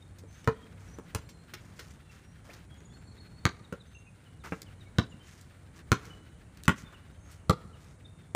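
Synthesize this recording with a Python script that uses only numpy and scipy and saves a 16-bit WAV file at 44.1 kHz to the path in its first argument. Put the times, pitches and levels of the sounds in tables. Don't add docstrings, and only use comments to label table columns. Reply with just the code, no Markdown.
import sys
import numpy as np
from scipy import signal
from scipy.fft import rfft, irfft, next_fast_len
from scipy.io import wavfile
from scipy.ndimage import map_coordinates

SR = 44100
rng = np.random.default_rng(int(sys.argv[2]) if len(sys.argv) > 2 else 0)


def dump(signal):
    limited = np.clip(np.atleast_2d(signal).T, -1, 1)
    pcm = np.round(limited * 32767).astype(np.int16)
    wavfile.write(sys.argv[1], SR, pcm)


N = 368235

# (frequency [Hz], relative level [dB])
GRIT_SPECTRUM = [(300, 21.5), (1200, 4), (2500, 9), (4500, 0.5), (6800, 8), (9500, 1.5), (15000, -4)]
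# (frequency [Hz], relative level [dB])
CRUNCH_SPECTRUM = [(300, -18), (1200, 0), (2600, 5.5), (4000, 8), (5500, 8.5), (8000, 0), (15000, -4.5)]
WALL_DELAY_S = 0.011


def amp(db):
    return 10 ** (np.asarray(db) / 20)


def unit(x):
    return x / np.sqrt(np.mean(x ** 2) + 1e-20)


def along(points, hz):
    f, v = np.transpose(points)
    return np.interp(np.log(hz + 1), np.log(f + 1), v)


def filtered(x, response):
    m = next_fast_len(len(x) + 8192)
    hz = np.fft.rfftfreq(m, 1 / SR)
    return irfft(rfft(x, m) * response(hz), m)[:len(x)]


def equalized(x, points):
    return filtered(x, lambda hz: amp(along(points, hz)))


def noise(spectrum, size, shift=1):
    white = rng.standard_normal(size)
    return unit(filtered(white, lambda hz: amp(along(spectrum, hz / shift))))


def fade(t, t60):
    return np.exp(-np.log(1000) * t / t60)


def burst(spectrum, t, t60, shift=1):
    shape = fade(t, t60)
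    return unit(noise(spectrum, len(t), shift) * shape) * np.sqrt(np.mean(shape ** 2))


def ring(modes, t, scatter_db, detune, tilt_db=0):
    centre_hz = np.mean([hz for hz, _, _ in modes])
    out = np.zeros(len(t))
    for hz, db, t60 in modes:
        gain = amp(db + tilt_db * np.log2(hz / centre_hz) + scatter_db * rng.normal())
        mode_hz = hz * (1 + detune * rng.normal())
        out += gain * fade(t, t60) * np.sin(2 * np.pi * mode_hz * t)
    return out


def wobble(rate, size):
    knots = rng.standard_normal(int(size * rate / SR) + 4)
    return map_coordinates(knots, [np.arange(size) * rate / SR])


def lobe(t, length):
    return np.sin(np.pi * np.clip(t / length, 0, 1))


def add(track, s, x):
    part = track[max(round(s * SR), 0):][:len(x)]
    part += x[:len(part)]


def chirp(length, start_hz, end_hz):
    u = np.linspace(0, 1, int(length * SR))
    pitch_hz = (start_hz + (end_hz - start_hz) * u) * (1 + 0.0098 * wobble(252.4, len(u)))
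    flutter = unit(amp(5.4 * wobble(76.6, len(u))))
    envelope = np.abs(lobe(u, 0.93)) ** 0.28
    return flutter * envelope * np.sin(2 * np.pi * np.cumsum(pitch_hz) / SR)


def crackle(size, rate, spread_db):
    hits = rng.random(size) < rate / SR
    sizes = amp(spread_db * rng.standard_normal(size))
    return unit(equalized(hits * rng.choice([-1, 1], size) * sizes, CRUNCH_SPECTRUM))


def scattered(x, decay):
    patchy_db, patches_per_s = 2, 120
    hz, t, z = signal.stft(rng.standard_normal(SR), SR, nperseg=256)
    tail = signal.istft(z * fade(t, along(decay, hz)[:, None]), SR, nperseg=256)[1]
    tail *= amp(patchy_db * wobble(patches_per_s, len(tail)))
    return signal.fftconvolve(x, tail / np.linalg.norm(tail))[:len(x)]


def court(x, wall_s):
    # (frequency [Hz], t60 [s])
    yard_decay = [(100, 0.19), (400, 0.086), (1400, 0.13), (4000, 0.17), (12000, 0.094)]
    out = x.copy()
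    add(out, wall_s, equalized(x, [(100, -9.5), (1300, -5), (4000, -8.0), (12000, -16.5)]))
    diffuse = equalized(x, [(100, -11.5), (400, 5.5), (1400, 0.5), (10000, -5)])
    add(out, 0.006, amp(-7.0) * scattered(diffuse, yard_decay))
    add(out, 0.04, amp(-24.5) * scattered(diffuse, [(400, 1.0), (1400, 0.98), (10000, 1.0)]))
    add(out, 0.155, equalized(x, [(90, -29.5), (260, -24), (480, -44), (5000, -58)]))
    return out


def blow(t, push_db, contact, shell_db, tilt_db, slap_db, slap_hz, damping=1):
    # (nominal frequency [Hz], relative level [dB], undamped-by-hand t60 [s])
    shell_modes = [(185, -3, 0.049), (264, -8.5, 0.046), (327.4, 2, 0.056), (428, 1.5, 0.13),
                   (471.5, 1.5, 0.064)]
    # (nominal frequency [Hz], relative level [dB], t60 [s])
    cavity_modes = [(940, -29, 0.056), (1071, -13, 0.048), (1170, -28, 0.032), (1306, -11, 0.021),
                    (1478, -21.5, 0.055), (1570, -18.5, 0.034), (1676, -27, .065), (2835, -38, 0.14),
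                    (3330, -35, 0.071)]
    # (frequency [Hz], relative level [dB])
    slap_spectrum = [(200, -19.5), (450, -10), (640, -13), (820, -8), (1000, -4), (1300, 4.5), (1600, -5),
                     (1900, -13), (2700, -16.5), (5000, -75), (12000, -90)]
    cavity_tilt_db = 14

    squeeze = lobe(t, contact)
    rebound = lobe(t - contact, 0.736 * contact)
    push = squeeze - 1.44 * rebound
    damped_modes = [(hz, db, t60 / damping) for hz, db, t60 in shell_modes]
    shell = ring(damped_modes, t, scatter_db=3.5, detune=0.031, tilt_db=tilt_db)
    slap_ratio = slap_hz / 1300
    skin = burst(slap_spectrum, t, t60=0.024, shift=slap_ratio)
    ping_tilt_db = cavity_tilt_db * np.log2(slap_ratio)
    ping = ring(cavity_modes, t, scatter_db=2.5, detune=0.018, tilt_db=ping_tilt_db)
    onset = 1 - np.exp(-t / 0.00026)
    return amp(push_db) * push + amp(shell_db - 6.5) * shell + amp(slap_db) * (skin + ping) * onset


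def bounces():
    # (time [s], push [dB], shell [dB], shell tilt [dB/octave],
    # slap [dB], slap pitch [Hz], crack [dB], grit [dB], wall delay [s])
    bounce_table = [(0.4752, -17.5, -27, 4, -17.5, 1247, -34.5, -42, .0085),
                    (1.1484, -27.5, -37, 9.5, -31.5, 1380, -57, -30, .0098),
                    (3.4535, -16, -26, 1, -17.5, 1257, -18.5, -37, .0108),
                    (4.985, -13.5, -23, -11, -19.5, 1127, -23, -40, .0101),
                    (5.9181, -15, -20.5, -6, -16.5, 1237, -21.5, -27.5, .009),
                    (6.6799, -13.5, -25, -8.5, -12, 1540, -32, -26, .0125),
                    (7.496, -15, -19.5, -12, -16, 1172, -25.5, -30.5, .0112),
                    (8.349, -22, -31, -5.5, -17, 1120, -32, -33, .01)]
    # (frequency [Hz], relative level [dB])
    crack_spectrum = [(500, -43), (1500, -46), (2200, 23.5), (2700, -19.5), (4200, 15), (5300, 1),
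                      (6700, 6.5), (9000, -10), (15000, -34)]
    firm_contact_s, firm_db, contact_law = 0.003946, -14, 0.34
    crack_law = 1.39

    out, t = np.zeros(N), np.arange(int(0.8 * SR)) / SR
    for s, push_db, shell_db, tilt_db, slap_db, slap_hz, crack_db, grit_db, wall_s in bounce_table:
        contact = firm_contact_s * amp(firm_db - push_db) ** contact_law
        x = blow(t, push_db, contact, shell_db, tilt_db, slap_db, slap_hz)
        x += amp(crack_db + 2.5) * burst(crack_spectrum, t, t60=0.011, shift=(slap_hz / 1300) ** crack_law)
        crushed = fade(t, 0.008) + 0.3 * fade(t, 0.05)
        crushed *= 1 - np.exp(-t / 0.00021)
        x += amp(grit_db + 8.5) * crushed * noise(GRIT_SPECTRUM, len(t))
        add(out, s, court(x, wall_s))
    return out


def catches():
    # (time [s], push [dB], contact [s], shell [dB],
    # shell tilt [dB/octave], slap [dB], slap pitch [Hz])
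    catch_table = [(.237, -56, .0015, -51.5, 14, -70, 1300), (.986, -36, .0016, -52, -14, -43, 755),
                   (3.7253, -30.5, 0.00265, -41, 17.5, -36, 1420),
                   (4.522, -41, 0.0018, -28.5, -11, -28, 1420)]
    hand_damping = 1.37

    out, t = np.zeros(N), np.arange(SR // 2) / SR
    for s, push_db, contact, shell_db, tilt_db, slap_db, slap_hz in catch_table:
        x = blow(t, push_db, contact, shell_db, tilt_db, slap_db, slap_hz, hand_damping)
        x += amp(push_db - 11.5) * burst(GRIT_SPECTRUM, t, t60=0.034)
        add(out, s, court(x, WALL_DELAY_S))
    return out


def steps():
    # (time [s], relative crunch level [dB], crunch t60 [s], heel trim on crunch level [dB])
    step_table = [(0.184, -50.5, 0.05, -12), (0.4438, -43, 0.013, -8), (1.289, -48, 0.06, -6),
                  (1.5369, -36, 0.03, -3), (1.792, -40.5, 0.039, -1.5), (2.497, -55.5, 0.081, 6.5),
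                  (2.533, -46.5, 0.048, -4.5), (2.805, -50.5, 0.0059, -5), (3.168, -58, 0.014, 3),
                  (4.618, -35.5, 0.012, -13.5), (5.411, -49, .023, -22), (5.79, -51, 0.021, -0.5),
                  (6.052, -47.5, 0.025, -8), (6.572, -48.5, 0.015, -9), (6.636, -33, 0.0048, -27),
                  (6.654, -41.5, 0.016, -11), (7.31, -53, 0.1, -27)]
    crunch_centre_hz, heel_db_per_octave = 3880, 37
    heel_spectrum = [(100, -32), (350, 11.5), (600, -6.5), (1200, -2), (2200, 3.0), (6000, -37.0)]  # Hz, dB

    out, t = np.zeros(N), np.arange(SR // 2) / SR
    for s, db, t60, heel_db in step_table:
        crunch_hz = crunch_centre_hz * 2 ** (-heel_db / heel_db_per_octave)
        giving = unit(amp(0.53 * wobble(620, len(t))))
        giving *= 1 - np.exp(-t / (0.083 * t60))
        crunch = giving * burst(CRUNCH_SPECTRUM, t, t60, shift=crunch_hz / 4000)
        heel = burst(heel_spectrum, t, t60=0.044)
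        add(out, s, court(amp(db + 3.5) * crunch + amp(db + heel_db) * heel, WALL_DELAY_S))
    return out


def scuffs():
    # (time [s], length [s], relative sand level [dB], relative rubber level [dB])
    scuff_table = [(0.304, .18, -65, -76), (0.786, 0.22, -64.5, -63.5), (1.585, 0.23, -67.5, -65),
                   (1.757, 0.24, -60, -64), (2.09, 0.18, -65.5, -67), (2.437, 0.21, -64, -60),
                   (4.436, 0.069, -55.5, -44.5), (4.461, .18, -61, -67), (5.231, 0.29, -61.5, -70),
                   (5.75, 0.069, -61.5, -60), (5.967, 0.24, -62, -57), (6.758, .096, -54.5, -62),
                   (6.923, 0.037, -68, -53.5), (7.248, .16, -65.5, -63), (7.774, 0.21, -66, -73)]
    rubber_hz = 1310
    sand_spectrum = [(500, -14), (2000, 9.5), (4000, -2.5), (6500, 6.5), (9000, -3.0), (15000, -16)]  # Hz, dB
    rubber_spectrum = [(150, 2), (550, -4.5), (1200, 2.5), (2000, -5.5), (6000, -28)]  # Hz, dB

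    out = np.zeros(N)
    for s, length, sand_db, rubber_db in scuff_table:
        u = np.linspace(0, 1, int(length * SR))
        roughness = amp(3 * wobble(900, len(u)) + 2.9 * wobble(70, len(u)))
        hiss = unit(noise(sand_spectrum, len(u)) * roughness)
        grains = amp(-1.5) * hiss + amp(-5.5) * crackle(len(u), rate=300, spread_db=3.5)
        drag = noise(rubber_spectrum, len(u), shift=rubber_hz / 1200)
        add(out, s, lobe(u ** 0.53, 1) * (amp(sand_db) * grains + amp(rubber_db) * drag))
    return out


def grain_ticks():
    return amp(-83) * crackle(N, rate=34, spread_db=4)


def squeak():
    out = np.zeros(N)
    note, overtone = chirp(0.024, 560, 1000), chirp(0.024, 1680, 3000)
    add(out, 2.492, note + amp(-4) * overtone)
    return amp(-49) * out


def birds(count=130):
    # (time [s], length [s], start pitch [Hz], relative level [dB])
    whistles = [(0, 0.041, 3650, -67), (0.529, .15, 3200, -70.5), (1.247, 0.2, 4190, -72.5),
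                (2.073, 0.061, 2700, -68), (2.694, 0.082, 3295, -68.5), (2.892, 0.056, 3430, -72.5),
                (2.932, 0.051, 4290, -66.5), (3.066, 0.076, 4330, -65.5), (3.17, .13, 4286, -65),
                (3.325, 0.2, 4370, -71), (3.949, 0.042, 2735, -58.5), (4.067, 0.034, 2530, -64),
                (4.854, 0.034, 2220, -67), (5.194, 0.058, 3090, -65.5), (6.102, 0.11, 2974, -60),
                (6.207, 0.19, 2960, -74), (6.84, 0.088, 3590, -67), (8.045, 0.022, 3660, -56)]
    # (time [s], start pitch [Hz], relative level [dB])
    chips = [(3.166, 4100, -65), (3.64, 3980, -65), (3.8, 4020, -63), (4.255, 3160, -66),
             (4.4, 3900, -69.5), (4.665, 3110, -62.5), (4.804, 3940, -64.5), (5.115, 2990, -62),
             (6.942, 3000, -60.5), (7.73, 3070, -66)]
    # (time [s],
    # length [s], start pitch [Hz], relative level [dB])
    thin_notes = [(.275, 0.17, 6130, -71), (0.86, 0.066, 5650, -71), (0.918, 0.045, 5900, -64),
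                  (1.206, 0.19, 7360, -76), (2.234, 0.11, 5620, -74.5), (2.756, 0.2, 6670, -72.5),
                  (2.925, 0.21, 7250, -74.5), (3.859, 0.18, 6180, -73), (5.094, .05, 7050, -71),
                  (7.08, 0.29, 6160, -75.5)]
    whistle_rise, chip_fall = 1.004, 0.88
    chip_s, thin_rise_hz_per_s = 0.0278, 1700

    near, far = np.zeros(N), np.zeros(N)
    for s, length, hz, db in whistles:
        add(near, s, amp(db) * chirp(length, hz, hz * whistle_rise))
    for s, hz, db in chips:
        add(near, s, amp(db) * chirp(chip_s, hz, hz * chip_fall))
    for s, length, hz, db in thin_notes:
        add(near, s, amp(db) * chirp(length, hz, hz + thin_rise_hz_per_s * length))
    for when, span, height, glide, strength in rng.random((count, 5)):
        hz = 2200 + 2100 * height
        call = chirp(0.017 + 0.03 * span, hz, hz * (1.04 - 0.135 * glide))
        add(far, when * N / SR, amp(-71.5 + 1.7 * strength) * call)
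    return amp(5.5) * near + amp(-1.5) * scattered(near + far, [(2000, 0.73), (9000, 1.0)])


def rumble():
    # (frequency [Hz], relative level [dB])
    air_spectrum = [(15, -27), (25, 0), (72, 1), (130, -5.5), (153, -4.5), (190, -9.5), (373, -20),
                    (439, -21), (2350, -35), (2690, -54), (4250, -43), (4870, -48), (6920, -40),
                    (14800, -63.5), (16000, -72)]
    return amp(-50.5 + wobble(2.79, N)) * noise(air_spectrum, N)


def hum():
    pitch_hz = 97 * (1 + 0.0147 * wobble(11, N))
    return amp(-62 + 5.3 * wobble(3.7, N)) * np.sin(2 * np.pi * np.cumsum(pitch_hz) / SR)


def rustle():
    leaves = noise([(500, -30), (1400, 9.0), (4000, -2.0), (9000, -21.0), (15000, -14.5)], N)
    stir_db = 1.9 * wobble(6.8, N) + 3.8 * wobble(45, N) + 1.6 * wobble(500, N)
    return amp(-67.5) * unit(leaves * amp(stir_db))


def microphone_hiss():
    # (frequency [Hz], relative level [dB])
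    hiss_spectrum = [(5000, -30), (7500, 16), (9500, 20.5), (10200, 12.5), (11000, -21)]
    return amp(-75.5) * noise(hiss_spectrum, N)


def scene():
    balls = bounces() + catches()
    shoes = steps() + scuffs() + grain_ticks() + squeak()
    background = rumble() + hum() + rustle() + microphone_hiss()
    return (balls + shoes + birds() + background)[None]


def record(dry):
    top_hz = 15500
    low_cut = signal.butter(2, 50, "highpass", fs=SR, output="sos")
    deep = [(25, -8), (38, -7.5), (50, -4.5), (62, -2), (80, 0)]  # Hz, dB
    x = signal.sosfilt(low_cut, dry[0])
    return filtered(x, lambda hz: amp(along(deep, hz)) * (hz < top_hz))[None]


dry = scene()
out = record(dry)
dump(out)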